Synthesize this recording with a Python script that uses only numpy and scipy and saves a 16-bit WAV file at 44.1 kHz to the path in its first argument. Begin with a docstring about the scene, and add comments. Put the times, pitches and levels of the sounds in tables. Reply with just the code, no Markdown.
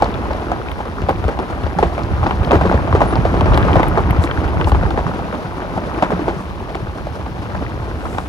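"""Beside a slowly rolling car on loose gravel and rocks, a two-port microphone held close to the tyres.
Stones grind, snap and pop under the tread: filtered random clicks and short swings that sag in pitch.
The tyre thumps over bigger rocks as low decaying swings, and the bodywork rings through resonators.
Fine grit hisses, small stones tick, and lumpy low noise of car and wind lies below."""
import sys
import numpy as np
from scipy import signal
from scipy.fft import rfft, irfft, next_fast_len
from scipy.io import wavfile

SR = 44100
rng = np.random.default_rng(int(sys.argv[2]) if len(sys.argv) > 2 else 0)


def store_pcm(level_fs):
    """Save levels as 16-bit WAV."""
    pcm = np.round(np.clip(level_fs, -1, 1) * 32767).astype(np.int16)
    wavfile.write(sys.argv[1], SR, np.atleast_2d(pcm).T)


N = 365148


def from_db(db):
    """Decibels to gain."""
    return 10 ** (np.asarray(db) / 20)


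def rms_one(x):
    """Scale to rms 1."""
    return x / np.sqrt(np.mean(x ** 2) + 1e-20)


def at_hz(points, hz):
    """Read a (frequency [Hz], level [dB]) table on a log-frequency axis."""
    table_hz, values = np.transpose(points)
    return np.interp(np.log(np.maximum(hz, 1)), np.log(table_hz), values)


def in_time(rows):
    """Read the columns of a timed table at every sample."""
    s, *columns = np.transpose(rows)
    return [np.interp(np.arange(N) / SR, s, column) for column in columns]


def band(x, low_hz, high_hz):
    """Causal band-pass."""
    return signal.sosfilt(signal.butter(2, [low_hz, high_hz], "band", fs=SR, output="sos"), x + 1e-18)


def drift(rate):
    """Slow random wander at about this many wobbles a second; rms about 1."""
    step = 40   # samples between the slow points
    r = np.exp(-2 * np.pi * step * rate / SR)
    noise = rng.standard_normal(N // step + 2002)
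    slow = signal.lfilter([1], [1, -2 * r, r * r], noise)[2000:]
    return np.interp(np.arange(N) / step, np.arange(len(slow)), rms_one(slow))


def coloured(x, spectrum):
    """Give white input a spectrum through a causal (minimum-phase) filter."""
    size = 8192
    hz = np.arange(size // 2 + 1) * SR / size
    cepstrum = irfft(np.log(from_db(at_hz(spectrum, hz))))
    # folding the cepstrum forward makes the filter minimum-phase
    cepstrum[1:size // 2] *= 2
    cepstrum[size // 2 + 1:] = 0
    response = irfft(np.exp(rfft(cepstrum)))[:size // 2]
    return signal.fftconvolve(x, response[None], axes=-1)[:, :N]


def add(track, s, burst):
    """Mix a burst into a track from time s."""
    i = max(round(s * SR), 0)
    track[..., i:i + burst.shape[-1]] += burst[..., :N - i]


def add_peak(track, s, peak_db, burst):
    """Mix in a burst scaled to a peak level."""
    add(track, s, from_db(peak_db) * burst / np.abs(burst).max())


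def blow(hz, cycles, rise, sag, phase):
    """A short swing that swells, dies and sags in pitch as the contact lets go; envelope peak 1."""
    turns = np.arange(round(cycles * 1.5 * SR / hz)) * hz / SR
    shape = (1 - np.exp(-turns / rise)) * from_db(-60 * turns / cycles)
    swing = np.sin(2 * np.pi * (turns + sag * (1 - np.exp(-turns))) + phase)
    return shape * swing / shape.max()


def grains(per_s, spread_db):
    """Two fields of random clicks of very uneven size; rms 1."""
    sizes = from_db(spread_db * np.minimum(rng.exponential(1, (2, N)), 3))
    signs = rng.choice([-1, 1], (2, N))
    return rms_one(sizes * signs * (rng.random((2, N)) < per_s / SR))


def stones(clicks, low_hz, high_hz, width, count):
    """Clicks are dealt to stones of many sizes, each ringing briefly at its own pitch; rms 1."""
    dealt = rng.integers(0, count, clicks.shape)
    pitches = np.geomspace(low_hz, high_hz, count)
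    return rms_one(sum(band(clicks * (dealt == k), hz / width, hz * width) for k, hz in enumerate(pitches)))


def surges(crunch_db, per_s, t60, depth_db, after_pop_db):
    """Stones give way in patches, at random and after each pop: a gain that jumps and dies; rms 1."""
    starts = (rng.random(N) < per_s / SR) * np.minimum(rng.exponential(1, N), 2)
    s, peak_db = np.transpose(STONE_POPS)[:2]
    at = (s * SR).astype(int)
    starts[at] += from_db(peak_db - crunch_db[at] + after_pop_db)
    r = from_db(-60 / (t60 * SR))
    return rms_one(1 + from_db(depth_db) * signal.lfilter([1], [1, -r], starts))


# colour of stones grinding close to the microphone: (frequency [Hz], relative level [dB per Hz])
GRAVEL_COLOUR = [(90, -28.5), (150, 2), (230, -1), (350, -2), (500, -5.5), (860, -5.5), (1500, -12),
                 (1750, -16.5), (3000, -21.5), (5800, -32), (7900, -44), (10000, -38.5), (15800, -60.5)]
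BED_DB = -6   # smooth noise bed under the grinding clicks


def gravel(crunch_db, grit_db):
    """Stones grind in surges: broad clicks, sharp chips and ringing stones over a smoother noise bed."""
    bed = rng.standard_normal((2, N)) * from_db(3.2 * drift(20))
    giving = surges(crunch_db, per_s=21, t60=0.067, depth_db=-4.5, after_pop_db=-5.0)
    broad = giving * grains(per_s=700, spread_db=1.5)
    big = giving * stones(grains(per_s=240, spread_db=3.6), 190, 1700, width=1.15, count=12)
    small = giving * stones(grains(per_s=1100, spread_db=3.3), 1900, 14000, width=1.25, count=8)
    chips = grains(per_s=45, spread_db=3.0)

    crunch = rms_one(band(broad + from_db(BED_DB) * bed, 232, 2040))
    crunch += from_db(-11.5) * rms_one(band(chips, 540, 2500))
    crunch += from_db(-3.0) * big

    grit = rms_one(band(bed + rng.standard_normal((2, N)), 3280, 21500))
    grit += from_db(-22.0) * rms_one(band(chips, 2700, 9000))
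    grit += from_db(-3.5) * small

    crunch = from_db(crunch_db) * rms_one(coloured(crunch, GRAVEL_COLOUR))
    return crunch + from_db(grit_db) * rms_one(coloured(grit, GRAVEL_COLOUR))


# stones that pop and crumble under the tread:
# (time [s], level of the first swing [dB], settled pitch [Hz], bright snap against that level [dB])
STONE_POPS = [(0.022, -2, 670, -13), (0.307, -9.5, 544, -36), (0.517, -7.5, 740, -20),
              (0.803, -13.5, 750, -13), (1.018, -18.5, 323, -4), (1.086, -7, 600, -32),
              (1.092, -3.5, 780, -35), (1.107, -12.5, 438, -30), (1.241, -17.5, 550, 0),
              (1.281, -12, 420, -11), (1.39, -10.5, 640, -14), (1.665, -15, 565, -29),
              (1.787, -4, 800, -16), (1.827, -2, 765, -20), (1.83, -5, 341, -34), (1.979, -11.5, 560, -7),
              (2.23, -9.5, 1000, -43), (2.241, -19, 1070, -35), (2.261, -11, 990, -26),
              (2.266, -5.5, 795, -36), (2.309, -8, 840, -26), (2.322, -27, 850, -22),
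              (2.508, -4.5, 510, -22), (2.517, -2.5, 800, -8), (2.53, -0.5, 339, -37),
              (2.541, -6.5, 336, -36), (2.554, -6.5, 351, -35), (2.611, -4.5, 664, -28),
              (2.652, -6.5, 343, -28), (2.694, -13, 286, -35), (2.713, -6.5, 554, -41),
              (2.742, -8, 433, -19), (2.876, -15, 870, -7), (2.927, -6, 1100, -21), (2.95, -3, 375, -38),
              (3.005, -4.5, 890, -31), (3.016, -1.5, 600, -47), (3.126, -12, 293, -25),
              (3.156, -9.5, 830, -59), (3.252, -5.5, 485, -10), (3.341, -8.5, 344, -47),
              (3.409, -7, 824, -6), (3.457, -8, 533, -27), (3.534, -17, 386, -35), (3.575, -5, 810, -3),
              (3.649, -7, 596, -37), (3.679, -9.5, 910, -30), (3.736, -10, 257, -31), (3.756, -4, 563, -27),
              (3.766, -6.5, 497, -47), (3.796, -3.5, 915, -36), (3.83, -5, 790, -36),
              (3.868, -15, 900, -31), (3.974, -3.5, 359, -36), (4.239, -11.5, 260, -1),
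              (4.555, -28, 460, -37), (4.598, -14, 860, -33), (4.613, -9.5, 880, -45),
              (4.672, -6, 820, -21), (4.718, -8.5, 820, -6), (4.747, -9.5, 800, -28),
              (4.833, -15.5, 490, -6), (4.907, -13.5, 826, -12), (4.975, -8, 790, -30),
              (4.99, -11, 730, -38), (5.066, -10, 930, -28), (5.327, -13.5, 1080, -27),
              (5.775, -8.5, 630, -21), (6.024, 0.5, 585, -39), (6.105, -9.5, 910, -48),
              (6.119, -9, 402, -18), (6.191, -17.5, 293, -30), (6.216, -15.5, 236, -38),
              (6.28, -6, 343, -30), (6.752, -14, 1050, -3), (7.069, -17, 554, -20), (7.262, -18, 950, -26),
              (7.549, -14.5, 560, -17), (8.054, -13.5, 1040, -28), (8.183, -10, 774, -5)]
CRUMBLE_CYCLES, CRUMBLE_SPREAD = 54, 0.68   # shortest-scale t60 [cycles of the pitch]; most it lengthens [octaves]
SNAP_T60_S = 0.008   # how fast the bright snap dies
SAG_HZ = 450   # a swing starts half this above its settled pitch
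POP_RING_S, POP_CYCLES = .011, 5.0   # swing length: a part that scales with SAG_HZ, and more for low stones


def pops():
    """Each pop is three short sagging swings, while the stone crumbles in a ragged run of clicks."""
    out = np.zeros(N)
    t = np.arange(4000) / SR
    for s, peak_db, hz, snap_db in STONE_POPS:
        for k in range(3):
            late, height, turn = rng.random(3)
            delay = .003 * k * k * late
            pitch = hz if k == 0 else 1000 * 2 ** (0.89 * height - .6)
            cycles = POP_RING_S * SAG_HZ + POP_CYCLES * SAG_HZ / pitch
            swing = blow(pitch, cycles, rise=1.0, sag=SAG_HZ / pitch / 2, phase=2 * np.pi * turn)
            add(out, s + delay, from_db(peak_db - 5 * k) * swing)

        t60 = CRUMBLE_CYCLES / hz * 2 ** (CRUMBLE_SPREAD * rng.uniform(0.45, 1))
        clicks = rng.standard_normal(len(t)) * (rng.random(len(t)) < 1500 / SR)
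        crumbs = clicks + 0.21 * rng.standard_normal(len(t))
        dull = band(crumbs * from_db(-60 * t / t60), hz / 1.68, 1033)
        snap = band(crumbs * from_db(-60 * t / SNAP_T60_S), 1080, 2780)
        add_peak(out, s, peak_db - 6, dull)
        add_peak(out, s, peak_db + snap_db, snap)
    return out


# tyre lurching over a rock, and in the rows near 175-192 Hz a body panel ringing: (time of the fullest swing
# [s], relative level [dB], settled pitch [Hz])
LOW_THUMPS = [(0.31, -14.5, 55.3), (0.733, -21, 58), (1.038, -15, 75.6), (1.257, -9, 61.5),
              (1.648, -11.5, 67), (1.765, -16, 175), (1.844, -16, 180), (1.871, -11.5, 63.6),
              (2.142, -9.5, 66.4), (2.23, -10.5, 82), (2.412, -9, 79), (2.563, -5.5, 73),
              (2.626, -12, 174), (2.683, -14, 63.6), (2.751, -8, 62.4), (2.917, -8, 76), (3.033, -28, 106),
              (3.19, -9.5, 110), (3.433, -8, 83), (3.503, -21, 119), (3.587, -23, 66.4), (3.704, -8, 68.5),
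              (3.767, -6, 103), (4.108, -9, 91), (4.193, -5, 76), (4.39, -11.5, 73), (4.461, -12.5, 56.7),
              (4.595, -21, 65), (4.658, -8, 73), (4.855, -8.5, 68), (5.059, -14.5, 123),
              (5.451, -20.5, 117), (5.701, -20, 111), (5.76, -20, 101), (6.134, -9.5, 192),
              (6.366, -20, 133), (6.829, -20.5, 108), (6.888, -17, 76), (7.541, -18, 80),
              (7.831, -43, 63.7)]
THUMP_CYCLES, THUMP_RISE = 5.24, 0.79   # t60 and time constant of the swell [cycles]
ONE_SIDE_DB = -1.5   # scales the random part of a thump that differs between the ports


def thumps():
    """The tyre body, or a ringing body panel, swells into a swing or two and settles; rows are common and one-
    port parts."""
    out = np.zeros((2, N))
    # cycles from the start of a swing to its fullest point
    lead = THUMP_RISE * np.log(1 + THUMP_CYCLES / (THUMP_RISE * np.log(1000)))
    for s, level_db, hz in LOW_THUMPS:
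        turn, side = rng.random(2)
        swing = blow(hz, THUMP_CYCLES, THUMP_RISE, sag=0.26, phase=2 * np.pi * turn)
        one_port = from_db(ONE_SIDE_DB) * (4 * side - 2)
        add(out, s - lead / hz, from_db(level_db - 2.0) * swing * [[1], [one_port]])
    return out


# bodywork and wheel arch above the tyre: (frequency [Hz], level [dB], t60 [s])
BODY_MODES = [(180, -10.5, 0.22), (347, -23.5, 0.11), (873, -29.5, 0.036)]


def panel(knocks):
    """The bodywork rings on after each knock, one damped resonator per mode."""
    out = 0
    for hz, db, t60 in BODY_MODES:
        r, w = from_db(-60 / (t60 * SR)), 2 * np.pi * hz / SR
        ring = signal.lfilter([0, w * np.sin(w)], [1, -2 * r * np.cos(w), r * r], knocks + 1e-18)
        out = out + from_db(db) * ring
    return out


# small stones cracking: (time [s], relative level [dB], pitch [Hz], relative level of the top octave [dB])
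STONE_TICKS = [(0.043, -30, 4460, -105), (0.141, -31, 2550, -68), (0.332, -37, 3330, -52),
               (0.685, -30, 2240, -63), (0.7155, -24.5, 2230, -45), (1.094, -28, 1980, -39),
               (1.1598, -35, 2640, -64), (2.034, -33.5, 4400, -79), (2.309, -22.5, 2080, -62),
               (2.4473, -26.5, 2940, -51), (2.4917, -28, 2000, -62), (2.51, -21, 2560, -57),
               (2.5576, -32, 2150, -44), (3.155, -27, 3420, -60), (3.535, -27.5, 2840, -67),
               (3.544, -23.5, 2940, -61), (3.5772, -28, 2080, -38), (3.627, -24, 2130, -59),
               (3.731, -22, 2380, -55), (3.756, -35, 2900, -48), (3.831, -21, 2050, -43),
               (3.883, -36, 2020, -33.5), (4.0044, -45, 2070, -46), (4.108, -22.5, 2150, -35),
               (4.2736, -26, 2200, -106), (4.3117, -20.5, 1880, -91), (4.4783, -34, 2370, -57),
               (4.599, -40, 2000, -81), (4.612, -19.5, 2020, -80), (4.644, -29, 2830, -56),
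               (4.6964, -35, 2870, -45), (4.9054, -32, 3100, -59), (6.024, -24.5, 2040, -49),
               (6.747, -30, 2140, -114), (7.664, -29, 1900, -73)]


def ticks():
    """A noise click with a brief ring at the pitch of the stone and a thin top of its own strength."""
    out = np.zeros(N)
    fade = from_db(-60 * np.arange(400) / SR / 0.014)
    for s, level_db, hz, top_db in STONE_TICKS:
        click = rng.standard_normal(400) * fade
        # each band is filtered twice for steeper edges
        body = band(band(click, hz / 1.7, hz * 1.5), hz / 1.7, hz * 1.5)
        top = band(band(click, 8300, 14500), 8300, 14500)
        add_peak(out, s, level_db + 9.5, body)
        add(out, s, from_db(level_db + 3) * blow(hz, cycles=30, rise=1.5, sag=0, phase=0))
        add_peak(out, s, top_db + 7.0, top)
    return out


# a brief thin squeak: (time [s], level [dB], pitch [Hz])
THIN_SQUEAK = (3.07, -42, 10420)


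def squeak():
    """One high steady tone that swells and dies."""
    out = np.zeros(N)
    s, peak_db, hz = THIN_SQUEAK
    add(out, s, from_db(peak_db) * blow(hz, cycles=1500, rise=250, sag=0, phase=0))
    return out


# fine grit sprays out with a short hiss: (time at the fullest [s], level [dB], length [s])
GRIT_SPRAYS = [(4.24, -41.5, 0.037), (4.687, -44, 0.04), (6.404, -55, .08), (8.15, -52, 0.3)]


def sprays():
    """Fine grit sprays out: puffs of bright noise that swell and fade."""
    t = np.arange(N) / SR
    puffs = sum(from_db(db) * np.exp(-(2 * (t - s) / length) ** 2) for s, db, length in GRIT_SPRAYS)
    return puffs * rms_one(band(rng.standard_normal((2, N)), 4500, 10400))


# colour of car and wind below the gravel: (frequency [Hz], relative level [dB per Hz])
RUMBLE_COLOUR = [(15, -67), (25, -13), (45, 5), (65, 7), (183, -6), (227, -11.5), (260, -15.5), (340, -8),
                 (570, -120)]


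def rumble(level_db):
    """Low noise of car and wind in lumps, with small random knocks of the tyre wall."""
    lumps = from_db(2.9 * np.array([drift(20.0), drift(5.3)]))   # rows: common and one-port parts
    knocks = stones(grains(per_s=55, spread_db=2.0), 49.2, 233, width=1.16, count=6)
    source = lumps * rng.standard_normal((2, N)) + from_db(-21.0) * knocks
    return from_db(level_db) * rms_one(coloured(source, RUMBLE_COLOUR))


def air_hiss():
    """A faint steady band of noise at the top of the range."""
    return from_db(-67) * rms_one(band(rng.standard_normal((2, N)), 9000, 17000))


# balance of the two microphone ports: (frequency [Hz], left against right [dB])
PORT_LEAN = [(60, 0), (150, -1.5), (380, 0), (950, 0), (2380, 5.5), (5980, 3), (15000, -2)]
# the part that differs between the ports: (frequency [Hz], gain [dB])
PORT_APART = [(40, -16.5), (125, -2), (300, -9), (900, -14), (2500, -1), (6000, -4), (15000, -2)]
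PORT_LAG_S, LAG_FADES_HZ = .00018, 3100   # right port's lag, and where it fades out


def ports(common, apart):
    """The left port is nearer the wheel: lows and mids arrive a little earlier, presence is louder."""
    size = next_fast_len(N + 4096)
    hz = np.arange(size // 2 + 1) * SR / size
    lag = np.exp(-2j * np.pi * hz * PORT_LAG_S / (1 + (hz / LAG_FADES_HZ) ** 8))
    lean = from_db(at_hz(PORT_LEAN, hz) / 2)
    both = rfft(common, size)
    own = rfft(apart, size) * from_db(at_hz(PORT_APART, hz))
    left = (both + own) * lean
    right = (both - own) * lag / lean
    return irfft(np.array([left, right]), size)[:, :N]


# the roll past the microphone: (time [s], crunch of the gravel [dB], low rumble [dB])
CAR_ROLL = [(0.0, -21, -24), (0.87, -26, -27.5), (1.2, -24.5, -22), (1.45, -24.5, -26), (2.03, -24, -20),
            (2.58, -20, -19), (3.27, -20, -16.5), (3.6, -15, -12), (3.74, -16.5, -16), (3.94, -19, -15.5),
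            (4.38, -21.5, -22), (4.8, -21.5, -15.5), (5.4, -25, -30.5), (6.2, -22.5, -26.5),
            (6.46, -27, -28), (7.17, -29, -28), (7.63, -26, -23.5), (8.28, -27.5, -27)]
GRIT_DB, GRIT_FOLLOWS = -42.5, 0.45   # fine grit at mean crunch; share of the crunch's swing in dB


def scene():
    """Gravel and rumble follow the roll; the louder stones and rocks are played one by one."""
    crunch_db, rumble_db = in_time(CAR_ROLL)
    grit_db = GRIT_DB + GRIT_FOLLOWS * (crunch_db - crunch_db.mean())
    lurch = thumps()
    common, apart = gravel(crunch_db, grit_db) + lurch + sprays() + rumble(rumble_db) + air_hiss()
    knocks = pops()
    common = common + knocks + panel(knocks + lurch[0]) + ticks() + squeak()
    return ports(common, apart)


def record(dry):
    """The loudest peaks are rounded off at full scale, then the top is cut at 15.9 kHz."""
    limited = dry / (1 + np.abs(dry) ** 6) ** (1 / 6)
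    return signal.sosfilt(signal.ellip(12, .5, 70, 15900, fs=SR, output="sos"), limited)


dry = scene()
out = record(dry)
store_pcm(out)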